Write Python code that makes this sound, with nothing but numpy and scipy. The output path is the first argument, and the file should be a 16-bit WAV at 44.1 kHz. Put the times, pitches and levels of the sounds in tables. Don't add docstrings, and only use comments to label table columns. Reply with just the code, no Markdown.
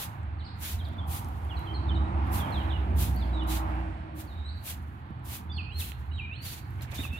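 import sys
import numpy as np
from scipy import signal
from scipy.fft import rfft, irfft, next_fast_len
from scipy.io import wavfile
from scipy.ndimage import uniform_filter1d

SR = 44100
rng = np.random.default_rng(int(sys.argv[2]) if len(sys.argv) > 2 else 0)


def materialize(psi):
    bounded = np.clip(np.atleast_2d(psi).T, -1, 1)
    quanta = np.round(bounded * 32767).astype(np.int16)
    wavfile.write(sys.argv[1], SR, quanta)


def amplitude_ratio(level_db):
    exponent = np.asarray(level_db, float) / 20
    return 10 ** exponent


N = 317079
T = np.arange(N) / SR
FAST = next_fast_len(N)
HZ = np.fft.rfftfreq(FAST, 1 / SR)


def along(points):
    p = np.array(points, float)
    return np.interp(np.log(HZ + 1), np.log(p[:, 0]), p[:, 1])


def shape(x, gain):
    return irfft(rfft(x, FAST) * gain, FAST)[..., :N]


def colour(x, points):
    y = shape(x, amplitude_ratio(along(points)))
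    return y / np.sqrt(np.mean(y ** 2))


def curve(rows, col):
    rows = np.array(rows, float)
    return np.interp(T, rows[:, 0], rows[:, col])


def walk(rate):
    hold = int(SR / rate)
    steps = np.repeat(rng.standard_normal(N // hold + 1), hold)
    return 1.24 * uniform_filter1d(uniform_filter1d(steps, hold), hold)[:N]


# (frequency [Hz], common share [0-1])
LIKENESS = [(60, 0.99), (250, 1), (640, 0.57), (1300, 0.45), (2400, 0.25), (4000, 0.043), (8000, 0.085)]


def pair(make, lag_s):
    like = np.clip(along(LIKENESS), 0, 1)
    common = make()
    ports = []
    for lag in (0, lag_s):
        shared = shape(common, np.sqrt(like) * np.exp(-2j * np.pi * HZ * lag))
        ports.append(shared + shape(make(), np.sqrt(1 - like)))
    return np.array(ports)


def patchy(points, lag_s, flicker_db):
    noise = colour(pair(lambda: rng.standard_normal(N), lag_s), points)
    spectrum = rfft(noise, FAST)
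    octave = np.round(np.log2(HZ + 1))
    low, high = np.round(np.log2([points[0][0], points[-1][0]])).astype(int)
    out = np.zeros((2, N))
    for k in range(low, high + 1):
        out += irfft(spectrum * (octave == k), FAST)[:, :N] * amplitude_ratio(flicker_db * walk(6))
    return out


def hum():
    phase = 2 * np.pi * 122 * T
    note = walk(14) * np.sin(phase) + walk(13) * np.cos(phase)
    return note * amplitude_ratio(curve([(0, -59), (4.6, -59), (5.2, -49), (7.19, -48)], 1))


# (time [s], tyre roar level [dB], engine effort [dB])
ROAD = [(0, -55, -0.5), (.3, -58, -2), (.8, -54, -0.5), (1.3, -52, 1.5), (1.7, -49, 0.5), (2.3, -44.5, 2.5),
        (2.52, -43, 1.5), (2.68, -45, -1), (2.76, -47.5, 1), (2.95, -47.5, 4.5), (3.2, -46.5, 1),
        (3.44, -46.5, -2), (3.72, -44, -3.5), (4.2, -55.5, 1), (4.5, -58, -1.5), (5.5, -59.5, 1.5),
        (6.1, -62, 0.5), (7.19, -59, 0.5)]
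# (time [s], rumble level [dB])
LORRIES = [(0, -37.5), (.9, -34.5), (1.6, -36.5), (2.35, -30.5), (3.2, -34.5), (4.25, -41.5), (5.0, -40.5),
           (6.3, -38.5), (7.19, -38)]
# (frequency [Hz], level [dB per Hz])
RUMBLE = [(25, -14), (43, -23), (59, 2), (80, 12), (110, 1), (150, -8.5), (200, -43)]
ROAR = [(110, -26), (150, 0.5), (205, -0.5), (265, -5.5), (320, -6), (390, -12.5), (500, -19), (600, -29)]
TYRES = [(380, -59), (480, -10.5), (610, -5.5), (830, 1.5), (1120, -3.5), (1860, -14), (2600, -19),
         (4500, -33.5), (6500, -43), (9000, -40), (16000, -75)]
TREAD = [(400, -71.5), (520, -27), (600, -2), (750, 0.5), (950, -2), (1100, -28.5), (1500, -90.5)]
AIR = [(900, 0.5), (1500, 2.5), (2700, -10), (4500, -18), (6000, -63), (9000, -48), (16000, -66)]


def road():
    tyre_db = curve(ROAD, 1)
    busy_db = tyre_db + 59.5
    load_db = np.maximum(curve(VEHICLE, 1) + 40, 0)
    rumble = patchy(RUMBLE, 0.00049, 2.8) * amplitude_ratio(curve(LORRIES, 1))
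    roar = patchy(ROAR, 0.00034, 1.18) * amplitude_ratio(0.53 * busy_db + 0.27 * load_db + curve(ROAD, 2) - 51)
    tyres = patchy(TYRES, 0.00038, 1.94) * amplitude_ratio(tyre_db - 0.083 * busy_db + 4.5)
    tread = patchy(TREAD, 0.00037, 2.5) * amplitude_ratio(1.65 * busy_db - 72)
    rustle = patchy(AIR, .0004, 1.0) * amplitude_ratio(-55.5)
    return rumble + roar + tyres + tread + rustle


# (time [s], exhaust drone level [dB], body boom level [dB])
VEHICLE = [(1.4, -39, -55), (1.6, -41.5, -50.5), (1.9, -27, -46), (2.1, -30.5, -40.5), (2.25, -30.5, -51),
           (2.5, -34, -51), (2.65, -34.5, -46), (2.9, -29, -55), (3.3, -28, -48), (3.55, -28, -40),
           (3.68, -31.5, -48), (3.81, -32, -38.5), (4.0, -42.5, -60), (4.17, -49, -49), (4.45, -56, -58)]


def vehicle():
    approach_hz, retreat_hz, passes_s, spread_s = 68.7, 59.3, 3.05, 0.55
    body_hz = 327.7
    on = np.clip(np.minimum(T - VEHICLE[0][0], VEHICLE[-1][0] - T) / 0.15, 0, 1)
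    ahead = (1 - np.tanh((T - passes_s) / spread_s)) / 2
    firing_hz = retreat_hz + (approach_hz - retreat_hz) * ahead
    phase = 2 * np.pi * np.cumsum(firing_hz * (1 + 0.0091 * walk(12))) / SR
    drone = np.sin(phase) + amplitude_ratio(-20.0) * np.sin(2 * phase)
    drone *= amplitude_ratio(curve(VEHICLE, 1) + 2 + 1.2 * walk(7.64))
    ring = 2 * np.pi * np.cumsum(body_hz - 6 * (T - 2)) / SR
    body_db = curve(VEHICLE, 2)
    body = (walk(35) * np.sin(ring) + walk(35) * np.cos(ring)) * amplitude_ratio(body_db)
    body += walk(60) * np.sin(1.87 * ring) * amplitude_ratio(body_db - 13)
    left = drone + body
    return on * np.array([left, np.roll(left, 20)])


# (time [s], length [s], start pitch [Hz], end pitch [Hz], level [dB])
SLURS = [(3.2, 0.04, 4150, 3150, -51), (2.695, 0.02, 4000, 3060, -44.5), (3.155, 0.034, 4520, 4475, -49),
         (5.498, 0.021, 3550, 3540, -49), (5.521, 0.025, 4750, 4620, -53), (5.548, 0.029, 4400, 4290, -47),
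         (6.114, 0.015, 2920, 2990, -52), (6.979, 0.038, 3644, 3697, -39), (7.173, 0.017, 3500, 3820, -47)]
# (share of length [0-1], share of glide [0-1], level [dB])
SLUR_SHAPE = [(0, 0, -4), (.5, .5, 0), (1, 1, -3)]
# (time [s], pitch [Hz], level [dB])
DROPS = [
    [(.387, 4500, -64), (.403, 3980, -57), (.413, 3070, -58), (.428, 3050, -63)],
    [(.438, 4200, -56), (.448, 4950, -60)],
    [(.452, 4540, -51), (.475, 3900, -56), (.485, 3420, -65)],
    [(.788, 3950, -53.5), (.81, 3175, -50), (.827, 3250, -54)],
    [(.844, 4800, -58), (.855, 3870, -45), (.863, 3600, -56), (.878, 3270, -62)],
    [(.985, 3500, -47), (1.0, 3480, -53), (1.01, 3260, -59), (1.04, 3230, -58)],
    [(1.495, 3480, -53), (1.507, 3250, -47), (1.515, 2890, -49), (1.54, 2800, -49), (1.55, 2470, -56)],
    [(1.562, 4650, -54), (1.572, 3950, -45.5), (1.582, 3930, -49)],
    [(1.66, 3430, -55), (1.68, 3030, -50.5), (1.72, 3100, -51)],
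    [(1.739, 4860, -54), (1.745, 4310, -44.5), (1.765, 4220, -50)],
    [(1.885, 3910, -46), (1.9, 3290, -45), (1.91, 3000, -41), (1.93, 3110, -49.5)],
    [(1.947, 4320, -48), (1.958, 3830, -44.5), (1.975, 3745, -51)],
]
# (time [s], pitch [Hz], level [dB])
MORE_DROPS = [
    [(2.392, 3650, -54), (2.42, 3270, -43.5), (2.445, 3160, -50.5), (2.47, 2930, -57)],
    [(2.522, 4250, -51), (2.54, 3900, -43), (2.565, 3410, -45.5), (2.59, 3190, -49), (2.62, 2900, -47.5)],
    [(2.72, 3850, -51), (2.733, 2910, -45), (2.745, 2950, -50), (2.765, 2830, -47)],
    [(3.33, 3900, -52), (3.355, 3850, -49), (3.385, 3550, -51), (3.413, 3400, -54)],
    [(3.408, 3050, -52), (3.421, 2980, -46), (3.438, 2850, -56)],
    [(3.478, 3850, -52), (3.5, 4000, -53), (3.51, 3840, -47), (3.52, 3700, -52)],
    [(6.117, 3900, -59), (6.132, 3990, -55.5), (6.155, 3770, -49), (6.178, 3750, -53)],
]
# (time [s], pitch [Hz], level [dB])
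PHRASES = [
    [(4.268, 4700, -63), (4.295, 3935, -60), (4.33, 3650, -60), (4.355, 3750, -58), (4.366, 3780, -68),
     (4.377, 3810, -53), (4.41, 3750, -53.5), (4.433, 3750, -61)],
    [(4.447, 3850, -54), (4.475, 4060, -47), (4.495, 4390, -57), (4.52, 4410, -59), (4.53, 4350, -66),
     (4.56, 4450, -63), (4.605, 4420, -62)],
    [(5.572, 3650, -50), (5.588, 2650, -38), (5.6, 2560, -36.5), (5.625, 2450, -44.5), (5.66, 2550, -48),
     (5.673, 2560, -63), (5.7, 2620, -45.5), (5.73, 3230, -53.5)],
    [(5.722, 3900, -55), (5.75, 4150, -47), (5.765, 4190, -50), (5.79, 4250, -52), (5.8, 3850, -41),
     (5.815, 2760, -42.5), (5.822, 2580, -35.5), (5.832, 2550, -46)],
    [(6.175, 3350, -52), (6.197, 2610, -36), (6.21, 2454, -39.5), (6.222, 2443, -46), (6.24, 2417, -41),
     (6.3, 2450, -43.5), (6.325, 2685, -39), (6.34, 2850, -46), (6.362, 3520, -58)],
    [(6.33, 3600, -55), (6.35, 4130, -54), (6.375, 4440, -57), (6.4, 4340, -51.5), (6.42, 4520, -52),
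     (6.445, 4760, -55), (6.485, 3990, -48)],
    [(7.03, 3050, -44), (7.045, 2646, -35), (7.07, 2520, -45.5), (7.085, 2480, -48), (7.1, 2550, -55),
     (7.125, 2640, -46.5), (7.15, 2684, -44), (7.175, 2740, -44), (7.189, 3050, -60)],
]


def notes():
    slurs = []
    for s, length, hz0, hz1, db in SLURS:
        slurs.append([(s + length * u, hz0 + (hz1 - hz0) * glide, db + d) for u, glide, d in SLUR_SHAPE])
    return slurs + DROPS + MORE_DROPS + PHRASES


# (delay [s], level [dB])
ECHOES = [
    (.0005, -5),
    (.07, -18),
    (.092, -24),
]
# (time [s], level [dB])
DISTANCE = [(0, -32), (.55, -33), (.75, -38), (1.2, -38), (2.2, -40), (3.0, -38), (3.6, -40), (4.6, -35),
            (5.4, -37), (6.6, -38), (7.19, -42)]
# (frequency [Hz], level [dB])
LEAVES = [(2500, -6.5), (3100, 1.5), (4500, 3.5)]


def birds():
    song, waver = np.zeros(N), 1 + .014 * walk(150)
    for note in notes():
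        s, hz, db = np.transpose(note)
        a, b = int((s[0] - .004) * SR), min(int((s[-1] + 0.0072) * SR), N)
        t = T[a:b]
        pitch = np.interp(t, s, hz) * waver[a:b]
        phase = 2 * np.pi * np.cumsum(pitch) / SR
        octave = amplitude_ratio(-22) * np.exp(-((pitch - 4050) / 420) ** 2)
        fade = np.clip(np.minimum(t - t[0], s[-1] + .006 - t) / .006, 0, 1)
        whistle = np.sin(phase) + octave * np.sin(2 * phase)
        song[a:b] += whistle * fade * amplitude_ratio(np.interp(t, s, db) + 3.5)
    song *= amplitude_ratio(2.4 * walk(130))
    t, out = T[:SR], []
    for lag in range(2):
        decay = np.exp(-np.log(1000) * t / .55)
        trees = rng.standard_normal(SR) * decay * (1 - np.exp(-t / .008))
        walls = np.zeros(SR // 4)
        walls[lag] = .6
        for s, db in ECHOES:
            walls[int(s * SR):int(s * SR) + 400] = amplitude_ratio(db - 26) * rng.standard_normal(400)
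        scattered = shape(song, amplitude_ratio(along(LEAVES))) * amplitude_ratio(curve(DISTANCE, 1))
        stirred = np.interp(T + .0003 * walk(90), T, scattered)
        out.append(signal.fftconvolve(song, walls)[:N] + signal.fftconvolve(stirred, trees)[:N])
    return np.array(out)


def taps(events, ring_s, crack, gain_db):
    length = 4000
    out, t = np.zeros((2, N + length)), T[:length]
    for s, db, hz, pan_db in events:
        noise = np.diff(rng.standard_normal((2, length + 1)), axis=1)
        ring = np.sin(2 * np.pi * hz * t) * np.exp(-t / ring_s)
        blow = ring + crack * noise * np.exp(-3 * t / ring_s)
        start = int(s * SR)
        out[:, start:start + length] += blow * amplitude_ratio(db + gain_db + np.array([[pan_db], [-pan_db]]) / 4)
    return out[:, :N]


# (time [s], level [dB])
SCUFF = [
    (6.78, -70),
    (6.814, -59),
    (7.068, -49),
    (7.076, -58),
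    (7.19, -51),
]
# (frequency [Hz], level [dB per Hz])
PAWS = [(150, -18), (300, -3), (700, 2.5), (1200, -3), (2400, 0.5), (4500, -20), (8000, -33)]


def scuff():
    def scratches():
        force = amplitude_ratio(4 * np.minimum(rng.exponential(1, N), 4))
        return (rng.random(N) < .07) * rng.choice([-1, 1], N) * force
    on = T > SCUFF[0][0]
    return on * colour(pair(scratches, 0.00023), PAWS) * amplitude_ratio(curve(SCUFF, 1) + 4.3 * walk(70) + 1.0)


# (time [s], peak level [dB], ring pitch [Hz], twice left minus right [dB])
KNOCKS = [(6.811, -44, 4100, -3), (6.849, -40.5, 1740, -1), (6.959, -44, 2400, 3), (6.991, -43, 966, -2.0),
          (7.035, -51, 1220, -1), (7.052, -34.5, 1160, -3), (7.065, -46, 902, -2.0)]
# (time [s], peak level [dB], ring pitch [Hz], twice left minus right [dB])
THUDS = [
    (5.106, -32, 194, -11),
    (6.991, -28, 273, 1),
    (7.044, -38, 213, -5.5),
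    (7.134, -33, 220, -3.5),
]


def dog():
    return taps(KNOCKS, 0.0023, 0.18, 1.0) + taps(THUDS, 0.006, 0.013, 1.0) + scuff()


# (time [s], peak level [dB], ring pitch [Hz], twice left minus right [dB])
GRIT = [(0.2329, -59, 7800, -0.5), (0.8874, -50, 10950, 3.5), (0.9358, -57, 7490, 0.0),
        (1.2464, -43, 8820, -2), (1.2564, -50, 10400, 2.0), (1.287, -45, 12000, 0.0),
        (1.4494, -50, 10800, 1.5), (1.5933, -45, 14000, 5), (2.274, -52, 10000, 1),
        (2.4594, -58, 6710, 1.0), (2.5081, -47, 11830, 2.0), (3.1434, -52, 5880, 7),
        (3.1497, -47, 11600, 5.5), (3.1624, -38.5, 12300, 18), (3.437, -50, 11000, 1),
        (3.4745, -44, 11000, 1), (3.695, -56, 12000, 1), (3.755, -57, 11500, 1), (3.805, -59, 14000, 1),
        (4.255, -54, 13000, 1), (4.826, -57, 11000, 1), (5.1951, -65, 7980, 1.0),
        (5.4194, -63, 11520, -2.5), (5.9944, -60, 11200, 1.0), (6.6474, -56, 5000, -3),
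        (6.7074, -50, 12200, 1.0), (6.7594, -60, 6990, 0.5), (6.821, -36, 12100, 5),
        (6.9147, -47, 9980, -1.0), (6.9456, -41, 6590, 1.5)]
# (time [s], peak level [dB], ring pitch [Hz], twice left minus right [dB])
SNAPS = [
    (5.9195, -33, 2900, -30),
    (6.81, -45, 2400, -11),
    (7.1334, -43, 2650, -11),
    (1.247, -43, 6000, 0),
]


def grit():
    return taps(GRIT, 0.00056, .7, 1.7) + taps(SNAPS, 0.00038, 0.47, 1.8)


def stroke(since, push, length):
    touch_db, lift_db, roundness = -11.5, -11.5, 1.97
    land_db_s, leave_db_s = 1300, 700
    from_push = np.abs(np.interp(since, [0, push, length], [-1, 0, 1]))
    swell = np.where(since < push, touch_db, lift_db) * from_push ** roundness
    return swell - land_db_s * np.maximum(-since, 0) - leave_db_s * np.maximum(since - length, 0)


# (touch-down time [s], time to hardest push [s], contact length [s], tip hiss level [dB],
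# stalk scrape minus hiss [dB])
STROKES = [(-.06, 0.06, 0.13, -39, -6.5), (0.605, 0.036, 0.15, -40, -5), (1.081, 0.072, 0.125, -42.5, -9.5),
           (2.322, 0.035, 0.095, -40, -9.5), (2.968, 0.062, 0.12, -39, -7.5),
           (3.478, 0.046, 0.12, -41, -4.5), (4.158, 0.051, 0.073, -48, -8),
           (4.642, 0.033, 0.1, -38.5, -7.5), (5.253, 0.067, 0.14, -43, -7.5),
           (5.784, 0.014, 0.12, -41, -10), (6.422, 0.067, 0.17, -44, -4.5),
           (6.814, 0.0063, 0.036, -54.5, 1), (6.908, 0.0087, 0.017, -58.5, 3),
           (6.938, 0.0087, 0.073, -50.5, 0), (6.999, 0.044, 0.09, -50, -5), (7.12, .015, .07, -57.5, -4)]
# (time [s], level [dB], fading [dB per s])
DEBRIS = [(.1, -64, 148), (.59, -68, 300), (.79, -65, 69), (1.22, -62, 37), (1.6, -69, 101),
          (2.26, -69.5, 20), (2.45, -65.5, 40), (3.11, -58, 87), (3.62, -67, 66), (4.245, -66.5, 86),
          (4.571, -75, 24), (4.77, -70.5, 73), (5.409, -66, 190), (5.771, -63, 106), (5.93, -69, 206),
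          (5.99, -71, 73), (6.61, -68, 26)]


def contact():
    stalk_lag_s, debris_rise_db_s, debris_press_db = 0.0042, 400, -4.5
    tips, stalks = np.zeros(N), np.zeros(N)
    for s, push, length, db, press_db in STROKES:
        near = slice(max(int((s - .1) * SR), 0), int((s + .5) * SR))
        since = T[near] - s
        tips[near] += amplitude_ratio(db + stroke(since, push, length))
        stalks[near] += amplitude_ratio(db + press_db + stroke(since - stalk_lag_s, push, length))
    for s, db, fade_db in DEBRIS:
        gain = amplitude_ratio(db - np.maximum(fade_db * (T - s), debris_rise_db_s * (s - T)))
        tips += gain
        stalks += gain * amplitude_ratio(debris_press_db)
    return tips, stalks


# (frequency [Hz], level [dB per Hz])
TIPS = [(6000, -14), (8500, -7.5), (11400, -1.5), (14900, -3), (16500, -14.5)]
STALKS = [(500, -6.5), (1100, -9), (2000, -3.5), (3600, 0), (5300, -6), (7000, -4), (8700, -11),
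          (11000, -29)]


def broom():
    def slips():
        force = amplitude_ratio(2 * np.minimum(rng.exponential(1, N), 3.5))
        return (rng.random(N) < .3) * rng.choice([-1, 1], N) * force
    tip, stalk = contact()
    rough_db = 1.4 * walk(60)
    tips = colour(pair(slips, .0001), TIPS) * tip * amplitude_ratio(rough_db + 0.5)
    stalks = colour(pair(slips, .0001), STALKS) * stalk * amplitude_ratio(rough_db + 0.36 * walk(90) + 3.5)
    return tips + stalks


def scene():
    return hum() + road() + vehicle() + birds() + dog() + grit() + broom()


# (frequency [Hz], left minus right [dB])
PORTS = [(60, -1.5), (110, -3), (200, -2), (380, -6), (700, 0), (1290, -4), (2380, -8.5), (4400, -3.5),
         (8120, -1.5), (15000, 6)]


def top_cut(x):
    return signal.sosfilt(signal.butter(12, 16390, fs=SR, output="sos"), x)


def record(dry):
    tilt = along(PORTS) / 2
    top = np.clip((15900 - HZ) / 150, 0, 1)
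    responses = irfft(top * amplitude_ratio(np.array([tilt, -tilt])), FAST)
    ports = np.roll(responses, 1024, axis=1)[:, :2049] * np.hanning(2049)
    padded = np.pad(dry, ((0, 0), (1024, 1024)), "reflect")
    heard = signal.fftconvolve(padded, ports, "valid", axes=1)
    return top_cut(heard)


dry = scene()
out = record(dry)
materialize(out)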